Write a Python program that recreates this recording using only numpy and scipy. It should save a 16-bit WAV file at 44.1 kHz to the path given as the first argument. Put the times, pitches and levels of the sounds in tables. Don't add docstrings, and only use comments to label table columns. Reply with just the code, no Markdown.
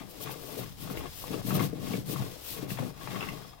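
import sys
import numpy as np
from scipy import signal
from scipy.fft import rfft, irfft
from scipy.io import wavfile
from scipy.ndimage import uniform_filter1d

SR = 44100
rng = np.random.default_rng(int(sys.argv[2]) if len(sys.argv) > 2 else 0)


def store_pcm(level_fs):
    pcm = np.round(np.clip(level_fs, -1, 1) * 32767).astype(np.int16)
    wavfile.write(sys.argv[1], SR, np.atleast_2d(pcm).T)


N = 158760
TIME, FREQS = np.arange(N) / SR, np.fft.rfftfreq(2 * N, 1 / SR) + 1e-3

# t/s, hiss level/dB
RUB_RIDE = [
    [(0.0, -59.5), (0.058, -62.5), (0.218, -54), (0.394, -57), (0.6, -52)],
    [(0.76, -60.5), (0.818, -53.5), (1.074, -57), (1.338, -50), (1.41, -54), (1.42, -78)],
    [(1.42, -56.5), (1.47, -52.5), (1.658, -49.5), (1.725, -64), (1.87, -49), (1.97, -48.5), (2.04, -62)],
    [(2.04, -64), (2.092, -50.5), (2.412, -55.5), (2.488, -49.5), (2.634, -53)],
    [(2.67, -63), (2.704, -50.5), (2.904, -57.5), (2.94, -67)],
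    [(2.94, -66), (3.036, -53.5), (3.29, -53), (3.49, -61.5), (3.6, -72)],
]
# t/s, rumble level/dB, chatter level/dB
PUSH_RIDE = [
    [(0.0, -46, -47), (0.124, -54.5, -72.5), (0.284, -42, -43.5), (0.392, -49, -60.5), (0.646, -43, -49)],
    [(0.77, -57.5, -83), (0.834, -42.5, -51.5), (1.064, -44, -48), (1.136, -61, -69), (1.34, -40, -47.5),
     (1.42, -39, -63)],
    [(1.42, -50.5, -66), (1.516, -34.5, -40.5), (1.634, -29, -41.5), (1.7, -42.5, -60.5),
     (1.95, -39, -45.5), (2.04, -47.5, -98)],
    [(2.04, -48, -75), (2.096, -36.5, -57.5), (2.2, -37.5, -44), (2.44, -58.5, -76), (2.588, -44.5, -50)],
    [(2.67, -42, -56), (2.768, -43.5, -54.5), (2.788, -41, -44), (2.808, -33, -51), (2.914, -44.5, -55)],
    [(2.94, -54.5, -64), (2.98, -51.5, -52), (3.16, -39, -44.5), (3.236, -44, -46.5), (3.326, -42, -50),
     (3.6, -64, -62.5)],
]
# t/s, upper modes over lower ones/dB
TILT_RIDE = [(0, -10.5), (.15, 18), (.25, -1.5), (.42, 11.5), (.6, 6), (.74, -18.5), (.95, 4.5), (1.38, 4),
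             (1.69, -4), (2.23, -3), (2.38, 12.5), (2.73, -5.5), (2.8, -2)]
# t/s, level/dB
WIRE_RIDE = [(0, -69), (.9, -67), (1.3, -62), (1.73, -76), (2.93, -74.5), (3.2, -61), (3.49, -62),
             (3.6, -79)]
# t/s, level/dB
HANDLING_RIDE = [(.15, -62), (.9, -56), (1.0, -46), (1.2, -58.5), (1.6, -49.5), (2.45, -57.5), (3.3, -55),
                 (3.6, -63)]
# centre t/s, length/s, level/dB
SWELL_CUES = [(0.107, 0.04, -55), (0.228, 0.034, -43), (0.32, 0.032, -47), (0.51, 0.21, -53),
              (0.595, 0.031, -51), (0.825, 0.044, -49), (0.919, 0.03, -47), (0.987, 0.025, -49.5),
              (1.206, 0.13, -50), (1.485, 0.062, -42.5), (1.557, 0.035, -38.5), (1.635, 0.057, -44),
              (1.933, 0.13, -65), (2.097, 0.058, -48.5), (2.129, 0.03, -44), (2.505, 0.12, -45),
              (2.716, 0.041, -46)]
# t/s, level/dB, centre of the ring f/Hz
KNOCK_CUES = [(0.294, -31.5, 895), (0.9, -32, 800), (0.973, -25.5, 1090), (1.056, -37, 990),
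              (1.24, -31, 720), (1.341, -32, 1420), (1.507, -24.5, 1480), (1.594, -23.5, 1650),
              (1.607, -25, 796), (1.935, -30.5, 1900), (2.16, -28.5, 1500), (2.704, -29, 1800),
              (2.773, -32.5, 1370), (2.788, -25.5, 1090), (3.074, -24.5, 1800), (3.147, -31, 1800),
              (3.156, -30.5, 1790), (3.208, -25, 2200), (3.217, -26.5, 1480), (3.227, -22.5, 2150),
              (3.239, -35, 1970), (3.273, -32, 1690), (3.287, -26.5, 1780)]
# t/s, level/dB, centre of the ring f/Hz
THUD_CUES = [(0.57, -29.5, 520), (0.592, -24, 216), (0.91, -26, 228), (1.303, -29, 265),
             (1.342, -23.5, 306), (1.448, -29, 220), (1.484, -23, 237), (1.523, -25.5, 217),
             (1.55, -21.5, 258), (1.604, -24.5, 173), (1.633, -28, 240), (1.727, -27.5, 375),
             (1.755, -30.5, 300), (1.901, -28.5, 169), (1.937, -22.5, 290), (1.978, -26.5, 192),
             (2.096, -30, 266), (2.196, -26.5, 110), (2.588, -36, 445), (2.627, -29.5, 383),
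             (2.716, -28.5, 139), (2.8, -31.5, 169)]

# f/Hz, level/dB, t60/s
BOARD_MODES = [(110, -2, 0.089), (131, -1, 0.1), (156.7, -6.5, 0.12), (192, 0, 0.098), (244, 4.5, 0.029),
               (313.4, -4, 0.081), (374, -6, 0.035), (445, -1.5, 0.043), (495.4, -0.5, 0.031),
               (597, -6, 0.035), (664, -10.5, 0.032)]
# f/Hz, level/dB, t60/s
FRAME_MODES = [(694, 4.5, 0.011), (944, 2, 0.013), (1112, 4, 0.02), (1185, 4, 0.015), (1480, 7.5, 0.0022),
               (2105, -4, 0.024), (2100, 0, 0.012), (2690, 0, 0.0098), (2665, -0.5, 0.013),
               (3392, -5, 0.016), (3740, -7.5, 0.011)]
# f/Hz, level/dB, t60/s
WIRE_MODES = [(3280, 0, .018), (5160, 4, 0.026)]

# f/Hz, level/dB
NAP_EQ = [(300, -2), (800, 1.5), (1500, -1), (2300, -0.5), (3300, 2.5), (5000, 1), (7000, -2.5),
          (9500, -3.5), (12000, -1.5), (15500, -1)]
# f/Hz, level/dB
HANDLING_EQ = [(20, -22), (44, -3), (54, -12), (70, -7.5), (110, -12.5), (300, -58)]
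# f/Hz, level/dB
AIR_EQ = [(36, 1.5), (120, -37), (250, -17), (800, -9), (3000, -38), (16000, -31)]
# f/Hz, level/dB
FIZZ_EQ = [(1000, -80), (2500, 1), (4000, 1), (7000, -3), (10000, 0), (12500, 3.5), (14500, 7.5),
           (16000, 0)]
# f/Hz, left minus right/dB
LEFT_LEAN = [(70, 1), (160, 4.5), (330, 16), (1100, 13.5), (2000, 2), (3500, 3.5), (8000, 3), (10500, 15),
             (13000, 13.5), (16000, 7)]

ROOM_T60_S, BOARD_WET_DB, FRAME_WET_DB, RIGHT_EXTRA_WET_DB = 0.15, -8.5, -6.5, 25.5
BOARD_LOW_CUT_HZ = 96
MODE_SPREAD_DB = 2


def from_db(db):
    return 10 ** (np.asarray(db) / 20)


def ride(rows):
    times, *columns = np.transpose(rows)
    return [np.interp(TIME, times, column) for column in columns]


def eq_curve(points):
    hz, db = np.transpose(points)
    return np.interp(np.log(FREQS), np.log(hz), db)


def rolloff(ratio, power):
    return -20 * np.log10(1 + ratio ** power)


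def colour(x, db):
    return irfft(rfft(x, 2 * N) * from_db(db))[..., :N]


def pan_left(x):
    lean = eq_curve(LEFT_LEAN)
    return colour(x, np.array([lean, 0 * lean]) - 10 * np.log10(1 + from_db(2 * lean)))


def rms_one(x):
    return x / (x.mean(0).std() + 1e-12)


def level_out(x, window_samples):
    x = rms_one(x)
    return x / np.sqrt(uniform_filter1d(x.mean(0) ** 2, size=window_samples) + 1e-3)


def drift(rate_hz):
    wobble = colour(rng.standard_normal(N), rolloff(FREQS / rate_hz, 2))
    return wobble / wobble.std()


def noise_bed(eq):
    return rms_one(pan_left(colour(rng.standard_normal((2, N)), eq_curve(eq))))


def grains(per_s, spread_db, channels=1):
    shape = (channels, N)
    sizes = from_db(spread_db * np.minimum(rng.exponential(1, shape), 5))
    return sizes * rng.choice([-1, 1], shape) * (rng.random(shape) < per_s / SR)


def ring(force, modes):
    out = 0
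    for k, (hz, db, t60) in enumerate(modes):
        radius, angle = from_db(-60 / (t60 * SR)), 2 * np.pi * hz / SR
        poles = [1, -2 * radius * np.cos(angle), radius ** 2]
        share = from_db(db + MODE_SPREAD_DB * drift(64))
        out = out + (-1) ** k * signal.lfilter([1, 0, -1], poles, force * share + 1e-18)
    return out


def room(x, wet_db):
    response = rng.standard_normal((2, N)) * from_db(-60 * TIME / ROOM_T60_S) * (TIME > .002)
    send = from_db(wet_db + np.array([[0], [RIGHT_EXTRA_WET_DB]]))
    response *= send / np.linalg.norm(response, axis=1, keepdims=True)
    response[:, 0] = 1
    response /= np.linalg.norm(response, axis=1, keepdims=True)
    return pan_left(signal.fftconvolve(np.atleast_2d(x), response, axes=1)[:, :N])


def blows(cues, modes, contact_s):
    out, t = np.zeros(2 * N), TIME[:SR // 5]
    hz, mode_db, t60 = np.transpose(modes)[:, :, None]
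    for start_s, db, centre_hz in cues:
        focus_db = -10 * np.log2(hz / centre_hz) ** 2
        shares = from_db(mode_db + focus_db + MODE_SPREAD_DB * rng.standard_normal(hz.shape))
        pitches = hz * (1 + 0.021 * rng.standard_normal(hz.shape))
        partials = from_db(-60 * t / t60) * np.sin(2 * np.pi * pitches * t)
        body = (shares * rng.choice([-1, 1], hz.shape) * partials).sum(0)
        body[0] = from_db(-20) * np.abs(body).max()
        scrape = rng.standard_normal(len(t)) * np.exp(-t / contact_s)
        hit = signal.fftconvolve(body, scrape)
        out[int(start_s * SR):][:len(hit)] += from_db(db) * hit / np.abs(hit).max()
    return out[:N]


def handling_rumble():
    return from_db(ride(HANDLING_RIDE)[0]) * noise_bed(HANDLING_EQ)


def room_tone():
    return from_db(-61) * noise_bed(AIR_EQ)


def nap_hiss(rub_db):
    fibres = grains(per_s=12000, spread_db=2.6, channels=2)
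    hiss = pan_left(colour(fibres, eq_curve(NAP_EQ)))
    presence_band = np.where((FREQS > 4000) & (FREQS < 8500), 0, -99)
    hiss /= colour(hiss.mean(0), presence_band).std()
    treble = colour(hiss, rolloff(7500 / FREQS, 6))
    dulling_db = np.interp(TIME, [3.1, 3.3], [0, -1])
    hiss += treble * (from_db(dulling_db) - 1)
    return hiss * from_db(rub_db - 3 + 1.03 * drift(54))


def board_rumble(rumble_db):
    bumps = grains(per_s=900, spread_db=4)
    low_cut = rolloff(BOARD_LOW_CUT_HZ / FREQS, 14) / 2
    drum = room(colour(ring(bumps, BOARD_MODES), low_cut), BOARD_WET_DB)
    deep = colour(drum, rolloff(FREQS / 222, 8))
    hollow = colour(drum, rolloff(356 / FREQS, 8))
    tilt = from_db(ride(TILT_RIDE)[0] / 2)
    drum += deep * (1 / tilt - 1) + hollow * (tilt - 1)
    return level_out(drum, window_samples=1500) * from_db(rumble_db)


def axle_chatter(chatter_db):
    ticks = grains(per_s=1200, spread_db=0.5) * from_db(3.5 * drift(35))
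    chatter = room(ring(ticks, FRAME_MODES), FRAME_WET_DB)
    return level_out(chatter, window_samples=3000) * from_db(chatter_db - 0.5)


def wire_song():
    song = rms_one(room(ring(rng.standard_normal(N), WIRE_MODES), FRAME_WET_DB))
    return song * from_db(ride(WIRE_RIDE)[0] + 2 * drift(18))


def peels_and_swishes():
    swell = sum(from_db(db) * np.exp(-np.abs((TIME - centre_s) / (.6 * length_s)) ** 2.5)
                for centre_s, length_s, db in SWELL_CUES)
    clicks = grains(per_s=7500, spread_db=2.5, channels=2)
    fizz = rms_one(pan_left(colour(clicks, eq_curve(FIZZ_EQ))))
    return fizz * swell * from_db(2 + drift(80))


def axle_knocks():
    clacks = blows(KNOCK_CUES, FRAME_MODES, contact_s=0.0009)
    return from_db(5.02) * room(clacks, FRAME_WET_DB)


def board_thuds():
    thuds = blows(THUD_CUES, BOARD_MODES, contact_s=0.0014)
    low_cut = rolloff(BOARD_LOW_CUT_HZ / FREQS, 14) / 2
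    cushion = rolloff(FREQS / 650, 4) / 2
    return from_db(6.52) * room(colour(thuds, low_cut + cushion), BOARD_WET_DB)


def scene():
    rub_db, = ride(np.vstack(RUB_RIDE))
    rumble_db, chatter_db = ride(np.vstack(PUSH_RIDE))
    bed = handling_rumble() + room_tone()
    roller = nap_hiss(rub_db) + peels_and_swishes()
    board = board_rumble(rumble_db) + board_thuds()
    frame = axle_chatter(chatter_db) + axle_knocks() + wire_song()
    return bed + roller + board + frame


def record(dry):
    return signal.sosfilt(signal.ellip(12, .1, 80, 15900, fs=SR, output="sos"), dry)


dry = scene()
out = record(dry)
store_pcm(out)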